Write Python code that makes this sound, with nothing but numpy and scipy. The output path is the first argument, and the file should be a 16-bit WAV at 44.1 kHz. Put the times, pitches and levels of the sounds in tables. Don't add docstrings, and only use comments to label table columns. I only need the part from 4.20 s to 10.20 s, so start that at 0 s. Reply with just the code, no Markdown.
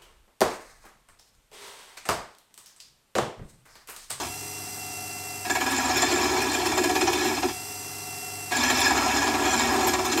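import sys
import numpy as np
from scipy import signal
from scipy.fft import rfft, irfft
from scipy.io import wavfile
from scipy.ndimage import uniform_filter1d

SR = 44100
rng = np.random.default_rng(int(sys.argv[2]) if len(sys.argv) > 2 else 0)


def store_wav(level_fs):
    pcm = np.round(np.clip(np.atleast_2d(level_fs), -1, 1) * 32767)
    wavfile.write(sys.argv[1], SR, pcm.T.astype(np.int16))


def to_linear_factor(level_db):
    exponent = np.asarray(level_db, float) / 20
    return 10 ** exponent


N = 264592
T = np.arange(N) / SR

# time [s], pressure [dB], place along the blank [0-1],
# slack of the grip [dB].
PASSES = [
    [(0.0, -26.5, 0.2, -6), (0.058, -33, 0.7, -11), (0.1, -42, 0.6, -14)],
    [(1.235, -41, 0.6, 5.5), (1.38, -37.5, 0.6, 5), (1.49, -28, 0, 3.3), (1.79, -26, 0.6, 2),
     (2.02, -25.5, 0.81, -1), (2.36, -29.5, 0.82, -1), (2.72, -32.5, 0.99, 1), (3.1, -27.5, 0.86, -0.5),
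     (3.33, -42.5, 0.62, -1)],
    [(4.3, -28.5, 0, 3), (4.5, -26, 0.36, 5.5), (4.66, -25.5, 0.55, 5.5), (4.8, -22, 0, -1.5),
     (5.06, -26, 0.66, 1), (5.43, -23.5, 0.32, -2.5), (5.56, -22.5, 0.7, 0.5), (5.8, -31, 0.73, -4.5),
     (6.0, -29, 0.98, 0)],
]
# start [s], peak [dB], sharpness of the cut
# [dB].
BITES = [(1.25, -27.5, -10), (1.298, -16.5, -15), (1.353, -18, -20), (1.408, -15.5, -24),
         (1.463, -17.5, -22), (1.508, -25.5, -7), (1.573, -21.5, -24), (1.626, -26, -25),
         (1.694, -16.5, -28), (1.769, -18, -9), (1.82, -13, -15), (1.913, -16.5, -21),
         (2.04, -22, -18), (2.161, -18, -24), (2.216, -23, -9), (2.342, -22.5, -12),
         (2.399, -19, -27), (2.458, -15.5, -14), (2.517, -15.5, -23), (2.574, -14, -18),
         (2.639, -14, -17), (2.694, -17.5, -16), (2.753, -14.5, -15.5), (2.811, -13, -19),
         (2.872, -14, -28), (2.93, -21, -10), (3.047, -21.5, -8), (3.168, -17, -24),
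         (3.228, -13, -40), (3.285, -22.5, -20),
         (4.317, -28, -10), (4.365, -20, -12), (4.435, -13.5, -15.5), (4.499, -13, -13.5),
              (4.573, -22, -10), (4.602, -18.5, -6), (4.657, -20.5, -8), (4.705, -13.5, -51),
              (4.769, -14, -42), (4.828, -23.5, -44), (4.962, -14.5, -21), (5.017, -19.5, -19),
              (5.07, -14.5, -25), (5.139, -14.5, -50), (5.257, -13.5, -28), (5.339, -16.5, -26),
              (5.394, -19.5, -15), (5.488, -19, -38), (5.524, -30, -43), (5.609, -24, -43),
              (5.671, -12.5, -9.5), (5.734, -12.5, -27), (5.789, -16, -29), (5.85, -16.5, -16),
              (5.922, -15, -23), (5.976, -13.5, -14.5)]

# frequency [Hz], width [Hz], level [dB].
BLANK = [(655, 25, -9), (738, 22, 4), (775, 60, -3)]
REST = [(904.5, 54, 5.5), (920, 32, 5), (963, 30.5, 6), (1065, 15, 3), (1121, 37, -4), (1354, 41, 4.5)]
POST = [(1665, 34, 0), (1735, 40, 0), (1870, 40, -9)]
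SHANK = [(2242, 30, -1), (2295, 30, -2), (2335, 30, -4), (2410, 45, -4), (2465, 55, 0), (2560, 60, -9),
         (2660, 70, -8)]
STEEL = [(3090, 66, -10), (3325, 40, -2), (3540, 50, -3), (3940, 60, -6), (4170, 70, -5), (4650, 300, -11),
         (5115, 85, -3), (5290, 90, -5), (5550, 65, -7), (5940, 85, -5), (6620, 200, -9), (7290, 140, -1)]
BED_LOW = [(240, 22, -2), (257, 25, 0), (283, 35, -5)]
BED = [(305, 30, -5), (330, 30, -7), (354, 24, 0), (390, 32, -7), (420, 30, -11), (448, 25, -10)]
SPRAY = [(7300, 400, -1), (8500, 900, -3), (10200, 300, -3), (11650, 450, -1), (12700, 1200, -9),
         (14000, 1500, -14), (15300, 600, -10)]
# frequency [Hz], density [dB per Hz].
TEARING = [(59, -49), (100, -27), (365, 12.5), (513, 0.5), (752, 7), (2040, 0), (2420, -5), (7290, -5.5),
           (16000, -135)]
# multiple of the spindle turn, level [dB].
THUMP = [(4, 0), (5, -7), (8, -6), (9, -12)]

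# multiple of the commutator rate, level [dB].
WHINE = [(4, -10), (6, -12.5), (7, -20.5), (10, -16), (12, -17), (14, -18), (15, -16), (16, -10.5),
         (17, -7), (18, -15), (20, -13.5), (22, -8), (23, -12), (24, -9), (25, -13), (29, -13), (34, -11),
         (35, -26)]
# frequency [Hz], level [dB rms].
BEARINGS = [(130, -76), (146, -55.5), (205, -70), (257, -62.5), (278, -62), (309, -57.5), (393, -58),
            (412, -54.5), (622, -73), (825, -61), (926, -58), (969, -62), (1115, -69), (4873, -72),
            (5114, -92), (5290, -59), (6040, -54), (7800, -56), (8397, -54), (11190, -54.5), (11730, -60),
            (13950, -73)]
# cage turns off the tone, level under the whine [dB].
CAGE = [(-2, -16), (-1, -12), (0, -9.5), (1, -15)]
# frequency [Hz], level [dB rms].
MAINS = [(99.8, -52.5), (199.6, -97)]
# frequency [Hz], density [dB per Hz].
BRUSH = [(15, -56), (25, -14), (92, -4), (354, -6.5), (405, -5.5), (560, -13.5), (734, -8), (1040, -16.5),
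         (2050, -10), (2280, -15.5), (2690, -18.5), (3720, -13.5), (4740, -15.5), (8360, -9), (16000, -16)]
# frequency [Hz], width [Hz], level [dB].
HOUSING = [(750, 28, 10), (1160, 220, 8.5), (2663, 210, 14), (3600, 120, -11), (4080, 100, 4.5),
           (4795, 290, 11), (5250, 910, 3.5), (6100, 150, 10.5), (7550, 270, 6.5), (8420, 380, 6),
           (9200, 340, -3), (11820, 105, 13), (13900, 220, -5)]
# frequency [Hz], t60 [s].
SHOP = [(100, 0.071), (1000, 0.24), (5000, 0.76), (15000, 0.17)]


def cut(rate, scrape, place, slack_db):
    low, bed = along(place, (-7, -10)), along(place, (-28, 1.9))
    jolt, bench = along(place, (-7, 2.5)), along(place, (-19, -17.5))
    bite, spray, blank, post, steel = bites()
    post = post * to_linear_factor(slack_db)
    steel = steel * to_linear_factor(0.3 * slack_db)
    turns = np.cumsum(rate) / SR / 20

    bounce_db, bounce_lag_s = -19.5, 0.029
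    skipped = np.roll(uniform_filter1d(bite, 900), round(bounce_lag_s * SR))
    grip = to_linear_factor(0.37 * drift(57, count=1)[0])
    scrape = scrape * to_linear_factor(bounce_db * skipped)
    snaps = fibres(per_s=7000, spread_db=3) * grip
    tear = np.hypot(scrape, to_linear_factor(-6) * bite) * snaps
    knock = np.hypot(to_linear_factor(-2) * scrape, to_linear_factor(-5) * bite) * snaps

    wood = along(place, (-1.5, 4)) * blank * knock
    sound = to_linear_factor(-0.5) * rung(wood, BLANK, wander_db=2.5)
    sound += to_linear_factor(-5) * rung(tear, REST, wander_db=2)
    sound += to_linear_factor(-2) * rung(post * tear, POST, wander_db=3.5)
    sound += to_linear_factor(-2.5) * rung(steel * tear, STEEL, wander_db=4.5)
    sound += to_linear_factor(-2) * rung(np.sqrt(post * steel) * tear, SHANK, wander_db=3.5)
    sound += to_linear_factor(-33.5) * coloured(tear, TEARING)

    shove = uniform_filter1d(jolt * bite / (bed + low), 500, origin=240)
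    heave = np.hypot(to_linear_factor(7) * scrape, shove)
    ridges = heave * (0.25 * surface(turns, memory=0.9) + 0.65 * rng.standard_normal(N))
    frame = rung(low * ridges, BED_LOW, wander_db=3) + rung(bed * ridges, BED, wander_db=1.5)
    bed_band = signal.butter(4, [228, 465], "band", fs=SR, output="sos")
    sound += to_linear_factor(-2.5) * signal.sosfilt(bed_band, frame)

    chips = np.hypot(spray, to_linear_factor(-20.5) * scrape) * fibres(per_s=8000, spread_db=-5)
    sound += to_linear_factor(-2.5) * rung(chips, SPRAY, wander_db=4.5)
    weight = uniform_filter1d(np.hypot(scrape, to_linear_factor(-7) * bite), 5000, origin=1500)
    return sound + first_touch(turns) + to_linear_factor(3) * bench * weight * thump(turns)


def passes():
    out = np.zeros((4, N))
    for rows in PASSES:
        s, pressure_db, place, slack_db = np.transpose(rows)
        landed = T - s[0] + (s[0] < .1)
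        leaving = s[-1] - T + (s[-1] > 5.9)
        touch = np.clip(np.minimum(landed, leaving) / .02, 0, 1)
        pressure = to_linear_factor(np.interp(T, s, pressure_db))
        out += touch * np.array([pressure, np.interp(T, s, place), np.interp(T, s, slack_db), np.ones(N)])
    return out


def bites():
    rise, hold, fall = .006, .0087, .016
    s, peak_db, sharp_db = np.transpose(BITES)
    marks = np.zeros((2, N))
    marks[:, (s * SR).astype(int)] = to_linear_factor([peak_db, peak_db + sharp_db])
    t = np.arange(SR // 8) / SR
    shape = (1 - np.exp(-(t / rise) ** 2)) * np.exp(-np.maximum(t - hold, 0) / fall)
    lead = int(rise * SR)
    force, spray = signal.oaconvolve(marks, shape[None], axes=1)[:, lead:lead + N]
    share_db, db_per_sharp_db = [-5, -5.5, -3], [-0.081, 0.077, 0.21]
    scatter_db = rng.standard_normal((len(s), 3))
    shares_db = share_db + np.outer(sharp_db + 14, db_per_sharp_db) + scatter_db
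    shares = [to_linear_factor(np.interp(T, s + hold, db)) for db in shares_db.T]
    return force, spray, *shares


def fibres(per_s, spread_db):
    size = to_linear_factor(spread_db * np.minimum(rng.exponential(1, N), 4)) * rng.choice([-1, 1], N)
    return evened(size * (rng.random(N) < per_s / SR))


def surface(turns, memory):
    ridges = rng.standard_normal((int(turns[-1]) + 2, 512))
    ridges = signal.lfilter([1], [1, -np.clip(memory, 0, .98)], ridges, axis=0)
    return evened(np.interp(turns * 512, np.arange(ridges.size), ridges.ravel()))


def first_touch(turns):
    touch_db, fade_s = [[-29.5], [-24.5]], 0.049
    since = T - np.array([[rows[0][0] + .012] for rows in PASSES[1:]])
    swell = np.clip(since / .008, 0, 1) * np.exp(-np.maximum(since, 0) / fade_s)
    tone = np.sin(2 * np.pi * BLANK[1][0] * T + 1.3 * np.sin(2 * np.pi * turns))
    return (to_linear_factor(touch_db) * swell).sum(0) * tone


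def thump(turns):
    sway = drift(6.4, count=2 * len(THUMP))
    beat = np.zeros(N)
    for (k, db), level, phase in zip(THUMP, sway[::2], sway[1::2]):
        beat += to_linear_factor(db + 2.5 * level) * np.sin(2 * np.pi * k * turns + .45 * phase)
    return evened(beat)


def motor(rate, whine_db, load):
    bars = np.cumsum(rate + 2.8 * load * drift(6.96, count=1)[0]) / SR
    tones = [(k, -44.5 + db) for k, db in WHINE]
    tones += [(hz / 341.5, db) for hz, db in BEARINGS]
    slip = drift(6.8, count=len(tones))
    whine = np.zeros(N)
    for i, ((k, db), level, phase) in enumerate(zip(tones, slip[::-1], slip)):
        whine += to_linear_factor(db) * (1 + 0.081 * level) * np.sin(2 * np.pi * k * bars + 0.026 * k * phase + i * i)
    whine += to_linear_factor(whine_db - 3) * np.sin(16 * np.pi * bars)
    for n, db in CAGE:
        order = 2.17 + n / 18
        whine += to_linear_factor(whine_db + db) * np.sin(2 * np.pi * order * bars + 0.96 * slip[n])
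    hum = sum(to_linear_factor(db) * np.sin(2 * np.pi * hz * T) for hz, db in MAINS)
    return np.sqrt(2) * (to_linear_factor(-3 * load) * whine + hum) + to_linear_factor(-39.5 - 0.31 * load) * brushes(bars)


def brushes(bars):
    sparks = 1 + 0.31 * np.cos(2 * np.pi * bars)
    sparks += 0.043 * np.cos(2 * np.pi * MAINS[0][0] * T)
    sparks += 0.24 * np.cos(2 * np.pi * bars / 6)
    hz = np.fft.rfftfreq(N, 1 / SR)
    shell_db = sum(db / (1 + (2 * (hz - f) / width) ** 2) for f, width, db in HOUSING)
    hiss = irfft(rfft(sparks * rng.standard_normal(N)) * to_linear_factor(shell_db), N)
    return coloured(hiss, BRUSH)


def speed(load):
    second = T >= 2.3
    since = T - np.where(second, 3.3, .05)
    free_hz, sag_hz, catch_up_s, overshoot_hz, settle_s = 341.2, 12.5, .05, 2.4, .47
    free = free_hz - sag_hz * np.exp(-abs(since) / catch_up_s)
    free = free + overshoot_hz * np.exp(-(since / settle_s) ** 2)
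    held = uniform_filter1d(np.where(abs(since) < .1, 0, load), 4000, origin=1200)
    rate = free + held * (337 - free)
    off = 2 * (free - 340.8) / 3
    slope, most_drop_db = 1.3, 7.5
    whine_db = -39 - most_drop_db * np.tanh(10 * slope * np.log10(1 + off ** 2) / most_drop_db)
    whine_db = whine_db + held * (-52 - whine_db)
    slow_s, lap_s, dip_hz = np.where(second, 3.9, .94), 0.17, 0.59
    return rate - dip_hz * np.cos(2 * np.pi * (T - slow_s) / lap_s), whine_db


def shop(x):
    taps = np.zeros(SR // 2)
    at = np.arange(120, len(taps) - 20, 20)
    taps[at + rng.integers(0, 20, len(at))] = rng.choice([-1., 1.], len(at))
    hz, t, z = signal.stft(taps, SR, nperseg=256)
    decay = to_linear_factor(-60 * t / read(SHOP, hz)[:, None])
    tail = signal.istft(z * decay, SR, nperseg=256)[1]
    return signal.fftconvolve(x, tail / np.linalg.norm(tail))[:N]


def rung(x, modes, wander_db):
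    out, power = np.zeros(N), 0
    shifts = drift(16.5, count=len(modes))
    for i, ((hz, width, db), shift) in enumerate(zip(modes, shifts)):
        r = np.exp(-np.pi * width / SR)
        poles = [1, -2 * r * np.cos(2 * np.pi * hz / SR), r * r]
        ring = signal.lfilter([1 - r, 0, r - 1], poles, x * to_linear_factor(wander_db * shift))
        out += (-1) ** i * to_linear_factor(db) * ring
        power += to_linear_factor(2 * db) * np.pi * width / SR
    return out / np.sqrt(power)


def along(place, ends_db):
    return to_linear_factor(ends_db[0] + place * (ends_db[1] - ends_db[0]))


def drift(hz, count):
    knots = rng.standard_normal((int(N / SR * 200), count))
    knots = signal.lfilter([1], [1, -np.exp(-2 * np.pi * hz / 200)], knots, axis=0)
    return [np.interp(T, np.arange(len(k)) / 200, evened(k)) for k in knots.T]


def coloured(x, points):
    gain = to_linear_factor(read(points, np.fft.rfftfreq(N, 1 / SR)))
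    return evened(irfft(rfft(x) * gain, N))


def read(points, hz):
    f, value = np.transpose(points)
    return np.interp(np.log(hz + 1), np.log(f + 1), value)


def evened(x):
    return x / np.sqrt(np.mean(x ** 2) + 1e-20)


def scene():
    scrape, place, slack_db, load = passes()
    rate, whine_db = speed(load)
    cutting = cut(rate, scrape, place, slack_db)
    dry = motor(rate, whine_db, uniform_filter1d(load, 3000)) + to_linear_factor(-1.5) * cutting
    return (dry + to_linear_factor(-10) * shop(dry))[None]


def low_pass(x):
    return signal.sosfilt(signal.butter(12, 16450, fs=SR, output="sos"), x)


def record(dry):
    bass_cut = signal.butter(6, 57, "high", fs=SR, output="sos")
    mix = signal.sosfilt(bass_cut, dry)
    mix = .6 * np.tanh(mix / .6)
    band_limit = signal.firwin(1023, 15740, window=("kaiser", 9), fs=SR)
    mix = signal.oaconvolve(mix, band_limit[None], "same")
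    return low_pass(mix)


dry = scene()
out = record(dry)
store_wav(out)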